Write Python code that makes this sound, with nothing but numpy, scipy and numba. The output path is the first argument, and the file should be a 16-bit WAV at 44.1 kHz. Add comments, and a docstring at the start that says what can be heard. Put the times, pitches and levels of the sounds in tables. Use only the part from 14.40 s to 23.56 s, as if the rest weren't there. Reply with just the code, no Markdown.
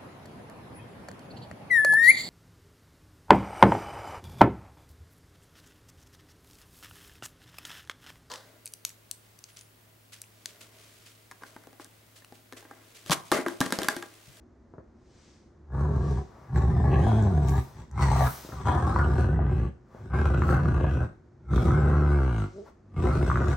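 """A large dog growls in seven long, rough bursts, with short grunts between, as two wrestle close to a phone.
Slack vocal folds slap about 70 times a second and ring chest and throat; a moving mouth shapes the snarl.
Noise pulsed by the slaps makes the rushing air. Lips flap, teeth click, a dog whimpers and snuffles,
and something knocks softly. A small room answers with decaying noise echoes over its low, noisy hum."""
import sys
import numpy as np
from scipy import signal
from scipy.fft import rfft, irfft
from scipy.io import wavfile
from scipy.ndimage import uniform_filter1d
from numba import njit

SR = 44100
rng = np.random.default_rng(int(sys.argv[2]) if len(sys.argv) > 2 else 0)


def to_wav(sig):
    """Store sig (one row per channel, or 1-D mono) as 16-bit WAV at the path in sys.argv[1].

    Samples outside -1..1 are clipped; the rate is SR.
    """
    pcm = np.clip(np.atleast_2d(sig), -1, 1) * 32767
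    pcm = np.round(pcm).astype(np.int16)
    wavfile.write(sys.argv[1], SR, pcm.T)  # frames by channels


N = 403956
TIME = np.arange(N) / SR

# Growls and the soft grunts between them; effort and swelling change these base levels:
# start_s, end_s, pulse_rate_hz, final_rate_sag_hz, first_roughness (0-1), last_roughness (0-1),
# chest_db, throat_db, snarl_db, air_db, snarl_fading_db_per_s
GROWLS = [(1.34, 1.79, 73.12, 7, 0.26, 0.47, -24.5, -38.5, -42, -62.5, 2.5),
          (2.135, 3.19, 72.45, 5.5, 0.63, 0.43, -21.5, -39.5, -40, -58.5, 2),
          (3.37, 3.41, 68.44, 0, 0.53, 0.91, -39, -54, -50.5, -57.5, 18),
          (3.575, 3.865, 70.9, 5, 0.49, 0.35, -21, -41, -33.5, -46.5, -15.5),
          (4.13, 4.21, 69.93, 0, 0.75, 0.57, -36.5, -50, -43.5, -56.5, 24),
          (4.265, 5.26, 68.3, 5, 0.88, 0.5, -23, -39, -34, -54.5, 12.5),
          (5.6, 5.7, 65.9, 0, 0.57, 0.75, -41, -51, -60.5, -69, -5),
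          (5.735, 6.64, 70.78, 12, 0.78, 0.63, -22.5, -36, -38, -57, 4),
          (7.12, 8.04, 72.94, 23, 0.73, 0.084, -20.5, -33, -36.5, -59.5, 1),
          (8.58, 9.2, 69.18, 3.5, 0.72, 0.68, -23.5, -33.5, -38.5, -52, 0.5)]
# The voice breaks into a higher, cleaner register:
# start_s, end_s, first_hz, last_hz, chest_change_db, roughness (0-1)
BREAKS = [(2.675, 2.89, 113, 98.97, 0, .2), (4.33, 4.55, 130, 106, -2.5, .7)]
# Hard flaps of the lips: time_s, peak_db (before a common gain), mouth_resonance_hz
FLAPS = [(2.160, -28, 1507), (2.440, -29, 810), (2.668, -22, 756), (2.717, -23, 773), (2.867, -28.5, 770),
         (3.715, -18.5, 830), (3.729, -23, 877.7), (3.76, -21, 720), (3.807, -18, 786), (3.82, -16.5, 720),
         (4.272, -19.5, 770), (4.561, -14.5, 1060), (4.593, -17.5, 1153), (4.763, -31, 734),
         (4.991, -24, 740), (5.901, -28, 707.5), (6.02, -18.5, 1276), (6.036, -24, 1206),
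         (6.091, -20, 1240), (6.107, -28, 1271), (6.256, -25.5, 1220), (6.443, -24, 707),
         (7.135, -27, 1280), (7.178, -24, 1210), (7.307, -22, 1190), (8.808, -31, 700), (8.9, -16, 1208),
         (8.915, -16.5, 1255), (8.957, -18, 1302), (8.973, -20.5, 1260), (9.071, -27, 1250),
         (9.115, -30, 1280)]
SAG_S = 0.3  # length of the tired end of a growl
ATTACK_DB_PER_S = 421.5


def undb(db):
    """Decibels to gain."""
    return 10 ** (np.asarray(db) / 20)


def unit(x):
    """Scale to rms 1."""
    return x / np.sqrt(np.mean(x ** 2))


def steady(x, seconds):
    """Even out the slow level, keeping the single pulses."""
    size = int(seconds * SR)
    power = uniform_filter1d(uniform_filter1d(x ** 2, size), size)
    return x / np.sqrt(power + 1e-5 * np.mean(x ** 2))


def colour(x, points):
    """Causal minimum-phase filter through (Hz, dB) points, made by folding the cepstrum."""
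    size = 16384
    hz, db = np.transpose(points)
    f = np.maximum(np.fft.rfftfreq(size, 1 / SR), 1)
    cepstrum = irfft(np.log(undb(np.interp(np.log(f), np.log(hz), db))))
    cepstrum[1:size // 2] *= 2
    cepstrum[size // 2 + 1:] = 0
    response = irfft(np.exp(rfft(cepstrum)))[:size // 2]
    return signal.fftconvolve(x, response)[:N]


def cut(x, hz, kind, order=2):
    """Butterworth low- or high-pass."""
    return signal.sosfilt(signal.butter(order, hz, kind, fs=SR, output="sos"), x)


@njit
def resonate(x, hz, width):
    """Band-pass of a given width in Hz whose centre may move: a state-variable filter."""
    y, band, low = np.empty(len(x)), 0., 0.
    for i in range(len(x)):
        g, damping = np.tan(np.pi * hz[i] / SR), width / hz[i]
        v = (band + g * (x[i] + 1e-18 - low)) / (1 + g * (g + damping))
        band, low, y[i] = 2 * v - band, low + 2 * g * v, damping * v
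    return y


def cavity(x, modes):
    """Fixed resonances side by side, with alternating sign."""
    out = np.zeros(N)
    for k, (hz, width, db) in enumerate(modes):
        out += (-1) ** k * undb(db) * resonate(x, np.full(N, float(hz)), float(width))
    return out


def impulses(times, sizes):
    """One spike at each time."""
    return np.bincount(np.clip(times * SR, 0, N).astype(int), sizes, N + 1)[:N]


def fade(x, seconds):
    """Give each spike an exponential tail."""
    return signal.lfilter([1], [1, -np.exp(-1 / (seconds * SR))], x)


def walk(rate):
    """A smooth random wander with rms 1, slower than the given rate in Hz."""
    return unit(cut(rng.standard_normal(N), rate, "low"))


def ramp(start, end):
    """0 before the start, 1 after the end, straight in between."""
    return np.clip((TIME - start) / max(end - start, .001), 0, 1)


def swells(rows):
    """Smooth bumps from (time_s, half_length_s, height) rows."""
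    return sum(height * np.exp(-np.minimum(((TIME - s) / length) ** 2, 50)) for s, length, height in rows)


def growl(air_db=-2, throat_rasp=0.93, snarl_rasp=1.51, snarl_scatter_db=2.5, snarl_surge_db=3.0,
          air_surge_db=1.3, air_side=0.7, air_tick=0.066):
    """Fold slaps ring chest, throat and moving mouth; air rushes after them. Gives voice and side spray."""
    # chest body: frequency_hz, level_db
    chest_points = [(18, -69.5), (30, -37), (50, -2.5), (70, 10.5), (97, 0), (144, -2), (177, -8.5),
                    (283, -19.5), (300, -12.5), (390, -45), (660, -120)]
    steady_flow = .33  # air that escapes whatever the folds do
    full_voice_db = -27  # below this chest level the rattle dies with the voice
    chest_level, throat_level, snarl_level, air_level = levels()
    hz, rough = folds()
    times, sizes = fold_slaps(hz, rough)
    slaps = impulses(times, sizes)
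    # in a rough voice some closures are much sharper than others, which shows in the upper resonances
    scatter = snarl_scatter_db * np.interp(times, TIME, rough) * rng.standard_normal(len(times))
    sharp = impulses(times, sizes * undb(scatter))
    flow = unit(unit(fade(sharp, 0.004)) + steady_flow)
    rasp, rush, spray = flow * rng.standard_normal((3, N))
    # smooth closures leak little turbulence into the voice
    rasp = rasp * np.sqrt(rough)
    chest = cut(cut(colour(slaps, chest_points), 233, "low", order=4), 40, "high")
    throat = throat_ring(unit(slaps) + throat_rasp * rasp)
    throat = cut(cut(throat, 205, "high", order=4), 750, "low", order=4)
    mouth = wall_echo(snarl(unit(sharp) + snarl_rasp * rasp))
    # the closures themselves also tick in the upper resonances
    rush = rush + air_tick * unit(cut(slaps, 4200, "low"))
    air = hiss(rush + 0.56 * rng.standard_normal(N))
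    side = hiss(spray + 0.56 * rng.standard_normal(N))
    throat_level = throat_level + 1.97 * walk(13.8)
    snarl_level = snarl_level + seals() + snarl_surge_db * rough * walk(6.7)
    air_level = air_level + air_db + air_surge_db * walk(9.5)
    layers = [(chest, chest_level), (throat, throat_level), (mouth, snarl_level), (air, air_level)]
    voice = sum(steady(x, 0.09) * undb(db) for x, db in layers)
    voice += rattle(slaps, rasp) * undb(np.minimum(chest_level - full_voice_db, 0))
    return voice, air_side * steady(side, .06) * undb(air_level)


def levels():
    """Chest, throat, snarl and air in dB: attack, hold, sag and release, with pushes of effort on top."""
    # pushes of effort within a growl: time_s, half_length_s, snarl_change_db, air_change_db
    pushes = [(1.699, 0.034, -0.5, 4), (2.172, 0.023, 5.5, 10), (2.523, 0.063, 4, -5),
              (2.706, 0.22, 6.5, 8), (3.088, 0.012, 2.5, 10), (3.193, 0.12, 2.5, 11), (3.622, 0.016, 6, 8),
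              (3.87, 0.0096, 5.5, 6.5), (4.27, 0.044, 6, 12.5), (4.518, 0.21, 5, 4.5),
              (5.017, 0.078, 0, -12), (4.805, 0.055, 5, 8), (5.773, 0.052, 2.5, 3.5),
              (6.104, 0.063, 5, 7.5), (7.185, 0.17, 1, 9), (7.958, 0.12, -3, 3), (8.93, 0.068, -1.5, 0)]
    # each layer starts this much weaker and swells: chest, throat, snarl, air [dB]
    swell_db = np.array([3.1, 8.7, 3.8, 6.7])[:, None]
    swell_s = 0.026
    # faint lingering around each growl, relative to it: chest, throat, snarl, air [dB]
    edge_db = np.array([-19.5, -22, -18, -11])[:, None]
    edge_db_per_s = 85
    # snarl and air stir later than the low rumble before a growl and rise faster
    lead = np.array([edge_db_per_s, edge_db_per_s, 188, 188])[:, None]  # dB per s
    release = np.array([318, 318, 392, 292])[:, None]  # dB per s
    sag_db_per_hz = 0.25  # as the air runs out the slowing folds weaken
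    snarl_sag = 0.38  # share of this weakening that reaches the snarl
    air_fading = 0.93  # share of the snarl's fading that the air follows
    push_chest, push_throat = 0.18, 0.94  # dB for each dB of snarl
    out = np.full((4, N), -120.)
    for start, end, _, sag, _, _, chest, throat, mouth, air, fading in GROWLS:
        tired = sag_db_per_hz * sag * ramp(end - SAG_S, end)
        faded = fading * (end - start) * ramp(start, end)
        held = np.array([chest - tired, throat - tired,
                         mouth - snarl_sag * tired - faded, air - air_fading * faded])
        held = held - swell_db * np.exp(-np.maximum(TIME - start, 0) / swell_s)
        before, after = np.maximum(start - TIME, 0), np.maximum(TIME - end, 0)
        main = -ATTACK_DB_PER_S * before - release * after
        edge = edge_db - lead * before - edge_db_per_s * after
        out = np.maximum(out, held + np.maximum(main, edge))
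    out[0] += sum(db * in_break(start, end) for start, end, _, _, db, _ in BREAKS)
    push = swells([(s, length, db) for s, length, db, _ in pushes])
    blow = swells([(s, length, db) for s, length, _, db in pushes])
    return out + np.array([push_chest * push, push_throat * push, push, blow])


def folds():
    """Pulse rate and roughness: each growl scoops up, settles, and sags at the end."""
    scoop_hz, scoop_s = 9, .13  # the folds start slow and gather speed
    waver, waver_hz = .058, 8  # relative spread of the rate at full roughness, and its speed
    hz, rough = np.full(N, float(GROWLS[0][2])), np.zeros(N)
    for start, end, rate, sag, first, last, *_ in GROWLS:
        now = TIME > start - 20 / ATTACK_DB_PER_S
        scoop = scoop_hz * np.exp(-np.maximum(TIME - start, 0) / scoop_s)
        hz = np.where(now, rate - scoop - sag * ramp(end - SAG_S, end), hz)
        rough = np.where(now, first + (last - first) * ramp(start, end - SAG_S), rough)
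    for start, end, first, last, _, roughness in BREAKS:
        share = in_break(start, end)
        hz = hz + share * (first + (last - first) * ramp(start, end) - hz)
        rough = rough + share * (roughness - rough)
    rough = np.clip(rough, 0, 1)
    return hz * np.exp(waver * rough * walk(waver_hz)), rough


def in_break(start, end, glide_s=.07):
    """How far the voice is in its higher register, 0-1."""
    return ramp(start - glide_s, start) - ramp(end, end + glide_s)


def fold_slaps(hz, roughness, jitter=.2, shimmer_db=4, second_slap=0.92, second_at=.46,
               second_scatter=0.1822):
    """Times and sizes of the closures; rough folds stumble and slap again in mid-cycle."""
    cycles = np.cumsum(hz) / SR
    times = np.interp(np.arange(1, int(cycles[-1])), cycles, TIME)
    period = 1 / np.interp(times, TIME, hz)
    rough = np.interp(times, TIME, roughness)
    chance = rng.standard_normal((len(times), 5)).T
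    # each stumble carries over into the next cycles
    stumble = signal.lfilter([1], [1, -.8], chance[0])
    first = times + jitter * rough * period * stumble
    second = first + period * (second_at + second_scatter * rough * chance[1])
    sizes = undb(shimmer_db * rough * chance[2:4])
    return np.r_[first, second], np.r_[sizes[0], second_slap * np.sqrt(rough) * sizes[1]]


def throat_ring(x, width_hz=30, ring_db=6.5, open_db=-9):
    """One narrow resonance that shifts with the larynx, and fixed ones that fade as the jaw opens."""
    # fixed throat resonances: frequency_hz, width_hz, level_db
    throat_modes = [(218.6, 53, 2), (316, 28, -31.5), (500.4, 136, -4.5)]
    *_, opening, _, throat_hz = mouth_shape()
    ring = undb(ring_db) * resonate(x, throat_hz, float(width_hz))
    return ring - undb(open_db * opening) * cavity(x, throat_modes)


def mouth_shape():
    """Tongue and lip resonances, jaw opening, jaw and throat resonances at every moment."""
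    # mouth poses: time_s, tongue_hz, lip_hz, jaw_opening (0-1), jaw_hz, throat_hz
    poses = [(1.47, 1018, 1640, 0.36, 730, 387), (1.721, 1154, 1630, 0.72, 727, 394),
             (2.17, 1084, 1750, 0.6, 756, 383), (2.549, 1150, 1700, 0.99, 710, 370),
             (2.72, 1046, 1470, 1, 734, 358), (3.0, 1110, 1470, 0.9, 720, 380),
             (3.199, 1160, 1700, 0.84, 826, 369), (3.63, 1044, 1990, 0.44, 833, 367),
             (3.7, 1041, 1940, 0.7, 840, 380), (3.772, 1240, 1930, 0.5, 790, 380),
             (3.82, 1130, 1750, 1, 788.8, 406), (3.88, 1360, 1760, 0.2, 850, 420),
             (4.27, 1035, 1790, 0.43, 755, 372), (4.42, 1064, 1620, 0.43, 706, 339),
             (4.55, 1242, 1611, 0.35, 830, 334), (4.722, 1516, 1760, 0.3, 727, 371),
             (5.079, 1554, 1940, 0.41, 790, 361), (5.8, 1465, 2130, 0.12, 760, 373),
             (6.08, 1350, 1900, 0, 750, 354), (6.22, 1555, 2052, 0.02, 769.6, 357),
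             (6.6, 1510, 2029, 0.04, 726, 348), (7.14, 1321, 2140, 0.42, 750, 352),
             (7.29, 1220, 2036, 0.23, 756.4, 342), (7.419, 1465, 2080, 0.1, 770, 377),
             (8.051, 1436, 2150, 0.33, 754, 337), (8.6, 1120, 2003, 0.45, 728.3, 360.8),
             (8.85, 1500, 2065, 0.22, 646, 354.6)]
    s, *columns = np.transpose(poses)
    return [np.interp(TIME, s, c) for c in columns]


def snarl(buzz, chewing=0.04, jaw_width_hz=85, jaw_db=5, jaw_leak=0.11, tongue_width_hz=150,
          narrowing=0.66, tongue_open_db=-6, muzzle_open_db=-5, lip_width_hz=300, lip_db=-21, lip_open_db=14):
    """An open jaw lets out its low resonance and sharpens the tongue's; a closed one favours the muzzle."""
    # fixed muzzle resonances: frequency_hz, width_hz, level_db
    muzzle_modes = [(714, 240, -12.5), (1256, 240, -9.5), (1652, 80, -11)]
    tongue_hz, lip_hz, opening, jaw_hz, _ = mouth_shape()
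    chew = np.exp(chewing * walk(7.0))  # tongue and lips never rest
    tongue_hz, lip_hz = tongue_hz * chew, lip_hz * chew
    jaw = (opening ** 2 + jaw_leak) * undb(jaw_db) * resonate(buzz, jaw_hz, float(jaw_width_hz))
    broad = resonate(buzz, tongue_hz, float(tongue_width_hz))
    narrow = resonate(buzz, tongue_hz, float(tongue_width_hz * (1 - narrowing)))
    tongue = undb(tongue_open_db * opening) * (broad + opening * (narrow - broad))
    lips = resonate(resonate(buzz, lip_hz, float(lip_width_hz)), lip_hz, 260.0)
    muzzle = undb(muzzle_open_db * opening) * cavity(buzz, muzzle_modes)
    lower = cut(cut(jaw - tongue + muzzle, 470, "high", order=4), 1595, "low", order=8)
    return lower + undb(lip_db + lip_open_db * opening) * lips


def wall_echo(x, lag_ms=4, sway_ms=0.34, share=0.54):
    """A close reflection whose path changes as the head moves."""
    lag_s = (lag_ms + sway_ms * walk(2.11)) / 1000
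    return x + share * np.interp(TIME - lag_s, TIME, x)


def seals(seal_s=0.0074, seal_db=-4):
    """Loss in dB while the lips close just before each flap and muffle the snarl."""
    return swells([(s - seal_s, seal_s, seal_db) for s, *_ in FLAPS])


def hiss(noise, drift=0.079):
    """Rushing air in the upper resonances of the muzzle, which drift as the lips move."""
    # colour of the air: frequency_hz, level_db
    air_points = [(2200, 6.5), (2900, -3), (4700, -4), (8400, -6), (9400, -12), (10300, -23), (15500, -16)]
    # upper muzzle resonances, before their drift: frequency_hz, width_hz, level_db
    hiss_modes = [(3890, 290, 6), (5800, 170, 7), (8270, 210, 7.5)]
    air = cut(colour(noise, air_points), 1600, "high", order=4)
    out = air.copy()
    for hz, width, db in hiss_modes:
        out += undb(db) * resonate(air, hz * np.exp(drift * walk(3.1)), float(width))
    return out


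def rattle(slaps, rasp, drift=0.024, width_hz=260, rattle_rasp=.9):
    """While the throat is tight, each closure cracks in its upper resonances, one of which stands out."""
    # stretches of tight throat: time_s, half_length_s, level_db, strongest_resonance_hz (before its drift)
    tight_spells = [(2.539, 0.026, -47, 2560), (2.704, 0.12, -53, 3380), (4.301, 0.042, -47.5, 3220),
                    (4.645, 0.016, -52.5, 2830), (4.817, 0.075, -56.5, 2600), (5.167, 0.2, -61, 2600),
                    (5.823, 0.11, -55, 2460), (6.055, 0.18, -56.5, 2580), (6.462, 0.17, -54.5, 2620),
                    (7.185, 0.042, -51, 3381), (7.56, 0.28, -60.5, 2590), (7.957, .15, -58.5, 2760),
                    (8.806, 0.43, -57.5, 2516)]
    # upper resonances of a tight throat: frequency_hz, width_hz, level_db
    tight_modes = [(2550, 130, -6.5), (3430, 200, -13), (3920, 150, -10)]
    buzz = unit(slaps) + rattle_rasp * rasp
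    times, *_, centres = np.transpose(tight_spells)
    nearest = np.searchsorted((times[1:] + times[:-1]) / 2, TIME)
    strongest_hz = uniform_filter1d(centres[nearest], SR // 20)
    strongest_hz = strongest_hz * np.exp(drift * walk(2.8))
    ring = cavity(buzz, tight_modes) + resonate(buzz, strongest_hz, float(width_hz))
    ring = cut(cut(ring, 2300, "high", order=4), 3740, "low", order=6)
    return steady(ring, 0.2) * swells([(s, length, undb(db)) for s, length, db, _ in tight_spells])


def flaps(width=0.42, grit=0.073, seconds=0.003, gain_db=2):
    """Hard flaps of the lips: a gritty push through a broad mouth resonance, each at its own pitch."""
    out, t = np.zeros(N), TIME[:SR // 25]
    for s, db, hz in FLAPS:
        push = signal.unit_impulse(len(t)) + grit * rng.standard_normal(len(t)) * np.exp(-t / seconds)
        centre, start = np.full(len(t), float(hz)), int(s * SR)
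        ring = resonate(resonate(push, centre, width * hz), centre, width * hz)
        hit = cut(ring, 1900, "low", order=4)[:N - start]
        out[start:start + len(hit)] += hit * undb(db + gain_db) / np.abs(hit).max()
    return out


def puffs():
    """Bright hiss as air is forced between the teeth: swelling high-passed noise."""
    # puffs: time_s, half_length_s, level_db
    puff_rows = [(3.103, 0.027, -57), (3.202, 0.12, -61), (3.888, 0.094, -44), (4.062, 0.093, -57),
                 (6.104, 0.073, -62), (7.217, 0.065, -66)]
    swell = swells([(s, length, undb(db)) for s, length, db in puff_rows])
    return swell * unit(cut(rng.standard_normal(N), 9300, "high"))


def snuffles():
    """Soft rushes of air through a dog's nose: a thin hiss and a hollow, lower part."""
    # snuffles: time_s, half_length_s, thin_hiss_db, hollow_db
    sniffs = [(0.85, 0.18, -64.5, -95), (1.703, 0.14, -60, -75), (2.02, 0.17, -73, -55.5),
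              (3.255, 0.18, -64, -57), (3.953, 0.22, -51.5, -52.5), (5.58, 0.089, -73.5, -55.5),
              (8.123, 0.16, -67, -75), (8.279, 0.026, -76, -53)]
    # Hz, dB
    thin_points = [(300, -11), (1100, 2.5), (2000, 3.5), (3000, 2.5), (6000, 5.0), (8500, -5.0),
                   (11000, -29.5)]
    hollow_points = [(150, -14), (450, 1.0), (1100, -0.5), (1900, -11), (2800, -25), (8000, -36.5)]
    thin = unit(colour(rng.standard_normal(N), thin_points))
    hollow = unit(colour(rng.standard_normal(N), hollow_points))
    thin_level = swells([(s, length, undb(db)) for s, length, db, _ in sniffs])
    hollow_level = swells([(s, length, undb(db)) for s, length, _, db in sniffs])
    return thin_level * thin + hollow_level * hollow


def whimpers(waver=0.05, rise_per_s=1.7):
    """A faint, unsteady moan of a few partials whose pitch rises in proportion to time."""
    # soft whimper after a growl: time_s, half_length_s, pitch_hz (at its middle), level_db (of the swell)
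    moans = [(8.188, 0.04, 204, -43)]
    # partials from the fundamental up: level [dB]
    partials_db = [-2.5, 4.5, -5.5, -22]
    out = np.zeros(N)
    for s, length, hz, db in moans:
        rise = rise_per_s * np.clip(TIME - s, -2 * length, 2 * length)
        phase = 2 * np.pi * np.cumsum(hz * (1 + rise + waver * walk(42))) / SR
        tone = sum(undb(partial_db) * np.sin((k + 1) * phase) for k, partial_db in enumerate(partials_db))
        out += swells([(s, length, undb(db))]) * tone
    return out


def clicks():
    """Wet clicks of teeth and tongue: very short pushes through a bright body."""
    # clicks: time_s, peak_db (before a common gain)
    click_rows = [(2.8257, -27), (2.8375, -31), (3.074, -33), (3.086, -21), (3.095, -22), (3.514, -35),
                  (3.6, -35), (9.1014, -35)]
    body = [(1000, -44), (3500, -19), (6000, 18), (8500, 8), (15000, -18)]  # Hz, dB
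    return blows(click_rows, body, seconds=0.00057, grit=0.11, gain_db=-10.5)


def knocks():
    """Soft knocks: short pushes through a dull body that is strongest near 100 Hz."""
    # knocks: time_s, peak_db (before a common gain)
    knock_rows = [(0.338, -31.5), (0.382, -29), (4.049, -29.5), (4.09, -27), (4.13, -28), (5.548, -30.5)]
    # knocked body: frequency_hz, level_db
    knock_body = [(59, -23), (100, 0), (366, -3), (647, -6.5), (755, -14), (923, -12), (1700, -25.5),
                  (3000, -60), (8800, -75)]
    return blows(knock_rows, knock_body, seconds=0.015, grit=0.051, gain_db=-3.5)


def blows(rows, body, seconds, grit, gain_db):
    """Short contacts: a spike and a gritty tail through a body, each at its own peak level."""
    out = np.zeros(N)
    ring = colour(signal.unit_impulse(N), body)[:SR // 20]
    tail = np.exp(-TIME[:len(ring)] / seconds)
    for s, db in rows:
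        start = int(s * SR)
        push = signal.unit_impulse(len(ring)) + grit * rng.standard_normal(len(ring)) * tail
        hit = signal.fftconvolve(push, ring)[:N - start]
        out[start:start + len(hit)] += hit * undb(db + gain_db) / np.abs(hit).max()
    return out


def room(x, t60=0.29, wet_db=-5, left_db=2.0):
    """Walls return the middle and treble differently to each side; the bass echoes little."""
    t = TIME[:SR // 2]
    tails = rng.standard_normal((2, len(t))) * undb(-60 * t / t60) * (t > .003)
    tails /= np.sqrt(np.sum(tails ** 2, axis=1, keepdims=True))
    echoes = signal.fftconvolve(cut(x, 330, "high")[None], tails, axes=1)[:, :N]
    # a band around 780 Hz leans to the left
    lean = (undb(left_db) - 1) * resonate(x, np.full(N, 780.), 490.0)
    # the lows and mids reach the right side two samples later
    low = cut(x - lean, 1200, "low", order=1)
    right = x - lean - low + np.r_[0, 0, low[:-2]]
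    return np.array([x + lean, right]) + undb(wet_db) * echoes


def hum(level_db=-57, side_db=-9):
    """The quiet low noise of the house, wide above its bass."""
    # colour of the hum: frequency_hz, level_db
    hum_points = [(15, -65.5), (25, -21.5), (65, -4.5), (168, -16), (231, -9), (278, -16.5), (363, -9.5),
                  (403, -20), (1780, -35.5), (2940, -51), (6500, -49), (14000, -85.5)]
    mid, side = (unit(colour(rng.standard_normal(N), hum_points)) for _ in range(2))
    side = undb(side_db) * cut(side, 250, "high")
    return undb(level_db) * np.array([mid + side, mid - side])


def scene():
    """The dogs and their small noises in the room, with the spray opposed left and right."""
    voice, spray = growl()
    dogs = voice + flaps() + puffs() + snuffles() + whimpers() + clicks()
    return room(dogs + knocks()) + np.array([spray, -spray]) + hum()


def record(dry):
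    """The phone cuts the top with a steep elliptic low-pass."""
    top_hz = 15800
    return signal.sosfilt(signal.ellip(8, .2, 70, top_hz, fs=SR, output="sos"), dry)


dry = scene()
out = record(dry)
to_wav(out)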